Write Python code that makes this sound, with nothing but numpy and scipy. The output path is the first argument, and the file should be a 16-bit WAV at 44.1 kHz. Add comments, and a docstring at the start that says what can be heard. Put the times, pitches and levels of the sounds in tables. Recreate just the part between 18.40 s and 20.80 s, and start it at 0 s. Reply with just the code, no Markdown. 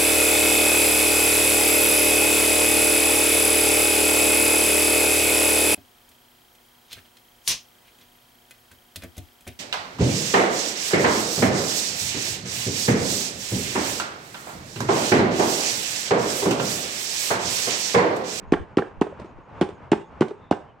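"""A faint garden hush, then almost at once the first of seven blows on a raw octopus on a plastic board.
Each blow is a heavily damped swing (a dead thump) plus a burst of tiny clicks (a wet splat).
The board, a set of fading tones, chatters and slaps the lawn; after three blows the grip shifts in a pause.
Loose arms flop back as soft smacks. Scattered echoes stand for the fence and house.
Behind lie filtered noise for the garden, puffs of wind and thin high chirps."""
import sys
import numpy as np
from scipy import signal
from scipy.fft import rfft, irfft
from scipy.io import wavfile

SR = 44100
rng = np.random.default_rng(int(sys.argv[2]) if len(sys.argv) > 2 else 0)


def store_pcm(level_fs):
    """Save levels as 16-bit WAV."""
    pcm = np.round(np.clip(level_fs, -1, 1) * 32767).astype(np.int16)
    wavfile.write(sys.argv[1], SR, np.atleast_2d(pcm).T)


N = 105840  # samples, 2.4 s

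# blows: start_s, thump_db, thump_pitch_hz, clack_db, splat_db, chatter_db, rebound_delay_s, slap_db
BLOWS = [(0.1208, 0, 319, -17.5, 0.5, -1, 0.016, 5.5), (0.3701, -1.5, 329.4, -31.5, 0, 2, 0.015, 0),
         (0.6121, -2.5, 339, -9, -3, -0.5, 0.01, 2.5), (1.211, -6, 291, -9, 2.5, 5, 0.013, 2),
         (1.5165, -1.5, 306, -13, 2.5, 2, 0.014, 4.5), (1.8076, -2, 329.4, -32.5, 0.5, 5.5, 0.013, 3),
         (2.1104, -5.5, 275, -3, -1.5, -1, 0.015, -4.5)]
# light knocks of hand and flesh settling on the board: start_s, thud_db, pitch_hz, wet_tick_db
KNOCKS = [(.724, -33, 557, -39), (0.797, -32, 361, -17), (.816, -30, 214, -29), (.844, -30, 356, -29.5),
          (0.856, -37.5, 204, -27.5), (0.984, -38.5, 322, -41.5), (1.288, -24.5, 387, -18),
          (1.882, -31.5, 385, -15), (1.906, -27, 400, -33)]
# loose arms flopping back onto the board: start_s, smack_db, squelch_hz, squelch_db
FLOPS = [(.169, -26, 1500, -32), (.4205, -25, 1650, -23), (.665, -27, 640, -28), (1.907, -29, 700, -32)]
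# tones the board rings at: pitch_hz, time_to_fade_60_db_s, level_db
BOARD_TONES = [(178, 0.061, -1.5), (219.7, 0.15, -4), (340, 0.082, -12.5), (405, 0.046, 8), (398, 0.08, 2),
               (465.4, 0.12, -7.5), (730, 0.08, -7.5), (828, 0.092, -8.5), (1014, .035, -7),
               (1356, 0.056, -18), (1510, 0.031, -7), (1864, 0.031, -15.5), (2100, 0.026, -28),
               (2820, 0.055, -14.5)]
# tone colour of the wet splat: pitch_hz, level_db
SPLAT_COLOUR = [(200, -21), (600, 14), (1300, -4), (2600, -2.5), (4000, -8.5), (6000, -16), (8500, -22),
                (10500, -37), (15000, -49)]
# how much the splat's left-right difference exceeds its middle: pitch_hz, level_db
SPLAT_SIDE = [(1000, -6), (3000, -9.5), (5500, -6), (8000, 4.5)]
# tone colour of the board slapping the ground: pitch_hz, level_db
SLAP_COLOUR = [(60, -48), (170, -3.5), (380, 11.5), (600, -11), (820, 7), (1500, -2), (2100, -10),
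               (3000, -15.5), (4500, -38), (8000, -41.5), (15000, -79.5)]
# tone colour of the flopping arms: pitch_hz, level_db
FLOP_COLOUR = [(120, -26.5), (400, 24), (700, 8), (1600, -3), (2300, -21), (3300, -17.5), (6000, -43.5),
               (9000, -65.5), (15000, -48.5)]
# yard echo in bands: pitch_hz, level_db, time_to_fade_60_db_s
YARD_BANDS = [(80, -14, .3), (157, -20, 0.53), (266, -20.5, 0.19), (397, -12, 0.25), (600, -14, 0.52),
              (1110, -9, 0.24), (2320, -11.5, 0.3), (5100, -13, 0.31), (8850, -5.5, 0.28),
              (15000, -28, .25)]
# how much louder the right side is than the left: pitch_hz, level_db
RIGHT_LEAN = [(60, -1), (300, 0.55), (450, 1), (700, 4.5), (1400, 4), (3000, 2.5), (6000, 2), (10000, 1)]
# tone colour of the garden wash: pitch_hz, level_db
GARDEN_COLOUR = [(15, -49), (25, -9.5), (87, 0.5), (283, -6), (354, -10), (432, -6), (749, -9.5),
                 (828, -5.5), (1060, -7), (2040, -21.5), (2200, -22), (2680, -24), (3810, -37.5),
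                 (6760, -46), (9840, -58), (12800, -101.5), (21600, -120)]
# slow rise and fall of the background level: time_s, level_db
GARDEN_LEVEL = [(0, 1.5), (.55, -1), (.9, 0.5), (1.15, -1.5), (1.7, 2), (2.05, 0), (2.35, -1)]
# puffs of wind: centre_s, half_width_s, level_db
GUSTS = [(0.12, 0.061, -37), (0.219, 0.017, -27), (0.597, 0.037, -38.5), (0.977, 0.033, -47)]
# faint chirps: centre_s, half_width_s, pitch_hz, level_db
CHIRPS = [(.09, .03, 6700, -77.5), (.34, .025, 6700, -86), (.89, .025, 6700, -73.5),
          (1.045, .025, 6700, -80), (1.19, .025, 6700, -77), (1.36, .025, 6700, -73),
          (1.65, .025, 3560, -66), (1.67, .025, 6700, -72.5), (1.98, .025, 6700, -82),
          (2.056, 0.063, 3600, -66), (2.3, .035, 2950, -65)]

# "rise" is the time to the peak in seconds; a higher "sharp" makes a narrower pulse
THUMP_RISE_S, THUMP_SHARP = 0.0047, 14.1
CLACK_HZ, CLACK_RISE_S, CLACK_SHARP = 685, 0.003025, 22.4
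KNOCK_RISE_S = 0.0035

RING_DB = -31
CHATTER_DB, CHATTER_SHARP, CHATTER_PER_S = -19, 7.6, 800
SLAP_DB, REBOUND_SHARP, SLAPS_PER_S = -21.5, 11, 2500
CONTACT_S = 0.000086  # grass cushions each touch of the board

SPLAT_DB, SPLAT_RISE_S, SPLAT_DECAY_S = -28, 0.00044, 0.015  # here "rise" is a time constant
DROPS_PER_S, DROP_SPREAD_DB = 4000, 1
CRACK_RISE_S, CRACK_GAIN = 0.0014, 0.78
FLOP_RISE_S, SQUELCH_RISE_S = 0.0025, 0.0031

YARD_BUILD_S, ECHOES_PER_S, YARD_WIDTH = 0.03, 4000, 0.47
FENCE_S, FENCE_GAIN, HOUSE_S, HOUSE_GAIN, ECHO_WIDTH_S = 0.05, 0.26, 0.095, 1, 0.0069

GARDEN_DB, GARDEN_WIDTH, GARDEN_WAVER_DB = -48, 0.39, -3.5
CHIRP_WARBLE = 0.032  # typical pitch wobble, as a share of the pitch
LOW_CUT_HZ, TOP_HZ = 143, 15500


def undb(db):
    """Turns decibels into a plain multiplier."""
    return 10 ** (np.asarray(db) / 20)


def unit(x):
    """Scales a signal to an average (RMS) strength of 1."""
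    return x / np.sqrt(np.mean(x ** 2))


def on_bins(hz, values):
    """Joins values along a log-pitch axis, one result for each frequency step of the sound."""
    bin_hz = np.arange(N // 2 + 1) * SR / N
    return np.interp(np.log(np.maximum(bin_hz, 1)), np.log(hz), values)


def table_db(points):
    """Reads a two-column table of pitch and level as a smooth level curve."""
    return on_bins(*np.array(points, float).T)


def colour(x, points):
    """Filters with a tone colour of unit power, never sounding before its input."""
    gain = unit(undb(table_db(points)))
    # folding the cepstrum forward in time gives the filter minimum phase
    cepstrum = irfft(np.log(gain), N)
    cepstrum[1:N // 2] *= 2
    cepstrum[N // 2 + 1:] = 0
    return irfft(rfft(x) * np.exp(rfft(cepstrum)), N)


def since(start):
    """Seconds passed since the start, zero before it."""
    return np.maximum(np.arange(N) / SR - start, 0)


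def swell(age, peak, sharp):
    """Rises to 1 at the peak time, then dies."""
    return (age / peak * np.exp(1 - age / peak)) ** sharp


def bump(centre, width):
    """A smooth bell-shaped hill in time."""
    return np.exp(-((since(0) - centre) / width) ** 2)


def spread(mid, side, width):
    """Makes stereo by adding the side signal on the left and taking it away on the right."""
    return mid + width * side * np.array([[1], [-1]])


def clicks(rate, spread_db):
    """Random tiny impacts of uneven size."""
    size = undb(spread_db * rng.standard_normal(N)) * np.sign(rng.standard_normal(N))
    return unit(size * (rng.random(N) < rate / SR))


def slow_noise(hz):
    """Noise whose movement above the given rate is smoothed away."""
    low_pass = signal.butter(2, hz, fs=SR, output="sos")
    return unit(signal.sosfilt(low_pass, rng.standard_normal(N)))


def thud(start, hz, rise, sharp):
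    """A heavily damped swing that dies very quickly."""
    age = since(start)
    return swell(age, rise, sharp) * np.cos(2 * np.pi * hz * (age - rise))


def thumps():
    """The padded thump of each blow, a clack where it reaches the board, and the light knocks."""
    out = np.zeros(N)
    for start, thump_db, hz, clack_db, *_ in BLOWS:
        out += undb(thump_db) * thud(start, hz, THUMP_RISE_S, THUMP_SHARP)
        out -= undb(clack_db) * thud(start, CLACK_HZ, CLACK_RISE_S, CLACK_SHARP)
    for start, thud_db, hz, _ in KNOCKS:
        out += undb(thud_db) * thud(start, hz, KNOCK_RISE_S, 1.5)
    return out


def splats():
    """Wet flesh cracks on contact, then bursts into a quickly thinning spray of tiny clicks."""
    wet = np.zeros(N)
    wet_hits = [(row[0], row[4]) for row in BLOWS] + [(row[0], row[3]) for row in KNOCKS]
    for start, db in wet_hits:
        age = since(start)
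        spray = (1 - np.exp(-age / SPLAT_RISE_S)) * np.exp(-age / SPLAT_DECAY_S)
        crack = CRACK_GAIN * swell(age, CRACK_RISE_S, 0.69)
        wet += undb(db) * (spray + crack)
    mid, side = (colour(wet * clicks(DROPS_PER_S, DROP_SPREAD_DB), SPLAT_COLOUR) for _ in range(2))
    side = irfft(rfft(side) * undb(table_db(SPLAT_SIDE)), N)
    return undb(SPLAT_DB) * spread(mid, side, 0.9)


def board_ring(age):
    """One touch sets off all the board's fading tones, each slightly and randomly off pitch."""
    hz, t60, db = np.array(BOARD_TONES).T[:, :, None]
    detune = 1 + 0.022 * rng.standard_normal(hz.shape)
    fade = np.exp(-np.log(1000) * age / t60)
    ring = (undb(db) * fade * np.sin(2 * np.pi * hz * detune * age)).sum(0)
    return ring * (1 - np.exp(-(age / CONTACT_S) ** 2))


def board():
    """The blow rings the board; it springs back, chatters and slaps the ground."""
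    out, slapping = np.zeros(N), np.zeros(N)
    age = since(0)[:N // 8]
    for start, *_, chatter_db, rebound, slap_db in BLOWS:
        ring = board_ring(age)
        contact = swell(since(start), rebound, CHATTER_SHARP)
        touches = contact * clicks(CHATTER_PER_S, spread_db=5.5)
        rattle = signal.fftconvolve(touches, ring)[:N]
        # match the rattle's energy to the contact before setting its level
        rattle *= undb(CHATTER_DB) * np.sqrt(np.sum(contact ** 2) / np.sum(rattle ** 2))
        struck = undb(RING_DB) * np.interp(since(start + THUMP_RISE_S), age, ring, right=0)
        out += undb(chatter_db) * (rattle + struck)
        slapping += undb(slap_db) * swell(since(start), rebound, REBOUND_SHARP)
    mid, side = (colour(slapping * clicks(SLAPS_PER_S, spread_db=6), SLAP_COLOUR) for _ in range(2))
    return out + undb(SLAP_DB) * spread(mid, side, 0.18)


def flops():
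    """Short soft smacks just after some blows, each squeezing out a pocket of air."""
    contact, squelch = np.zeros(N), np.zeros(N)
    for start, smack_db, hz, squelch_db in FLOPS:
        contact += undb(smack_db) * swell(since(start), FLOP_RISE_S, 0.53)
        squelch += undb(squelch_db) * thud(start, hz, SQUELCH_RISE_S, 9)
    return colour(contact * clicks(DROPS_PER_S, spread_db=-2.5), FLOP_COLOUR) + squelch


def yard(x):
    """Scattered echoes, thicker where fence and house answer, fading at their own pace in each band."""
    age = since(0)
    hz = [row[0] for row in YARD_BANDS]
    build = swell(np.minimum(age, YARD_BUILD_S), YARD_BUILD_S, 0.99)  # rises, then holds
    fence = FENCE_GAIN * bump(FENCE_S, ECHO_WIDTH_S)
    house = HOUSE_GAIN * bump(HOUSE_S, ECHO_WIDTH_S)
    shape = build * (1 + fence + house)
    mid, side = (clicks(ECHOES_PER_S, spread_db=3) for _ in range(2))
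    scatter = rfft(spread(mid, side, YARD_WIDTH))
    response = np.zeros((2, N))
    # each row of the identity matrix picks out one band, blending into its neighbours
    for share, (_, db, t60) in zip(np.eye(len(YARD_BANDS)), YARD_BANDS):
        fade = shape * np.exp(-np.log(1000) * age / t60)
        band = irfft(scatter * on_bins(hz, share), N)
        response += undb(db) * band * fade / np.sqrt(np.sum(fade ** 2))
    return signal.fftconvolve(x[None], response[:, :N // 3], axes=1)[:, :N]


def garden_air():
    """Distant outdoor wash: coloured noise whose level wavers."""
    level_db = GARDEN_DB + np.interp(since(0), *np.array(GARDEN_LEVEL).T)
    level_db = level_db + GARDEN_WAVER_DB * slow_noise(4.1)
    mid, side = colour(rng.standard_normal((2, N)), GARDEN_COLOUR)
    return spread(mid, side, GARDEN_WIDTH) * undb(level_db)


def wind():
    """Puffs of low rumbling noise, separate on left and right."""
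    puffs = sum(undb(db) * bump(centre, width) for centre, width, db in GUSTS)
    return puffs * np.array([slow_noise(55), slow_noise(76)])


def chirps():
    """Thin short tones whose pitch trembles."""
    warbled_time = np.cumsum(1 + CHIRP_WARBLE * slow_noise(150)) / SR
    out = np.zeros(N)
    for centre, width, hz, db in CHIRPS:
        out += undb(db) * bump(centre, width) * np.sin(2 * np.pi * hz * warbled_time)
    return out


def scene():
    """Adds the yard echo to the blows, leans them to the right, and lays the garden behind."""
    # deep bass is cut away below the low-cut pitch
    low_cut = signal.butter(2, LOW_CUT_HZ, "high", fs=SR, output="sos")
    direct = signal.sosfilt(low_cut, thumps() + splats() + board() + flops())
    heard = direct + yard(direct.mean(0))
    lean_db = table_db(RIGHT_LEAN)
    leaned = irfft(rfft(heard) * undb(np.array([-lean_db, lean_db]) / 2), N)
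    return leaned + garden_air() + wind() + chirps()


def record(dry):
    """Flattens peaks at full scale, then cuts the highest treble."""
    top_cut = signal.ellip(8, 0.2, 70, TOP_HZ, fs=SR, output="sos")
    return signal.sosfilt(top_cut, np.clip(dry, -1, 1))


dry = scene()
out = record(dry)
store_pcm(out)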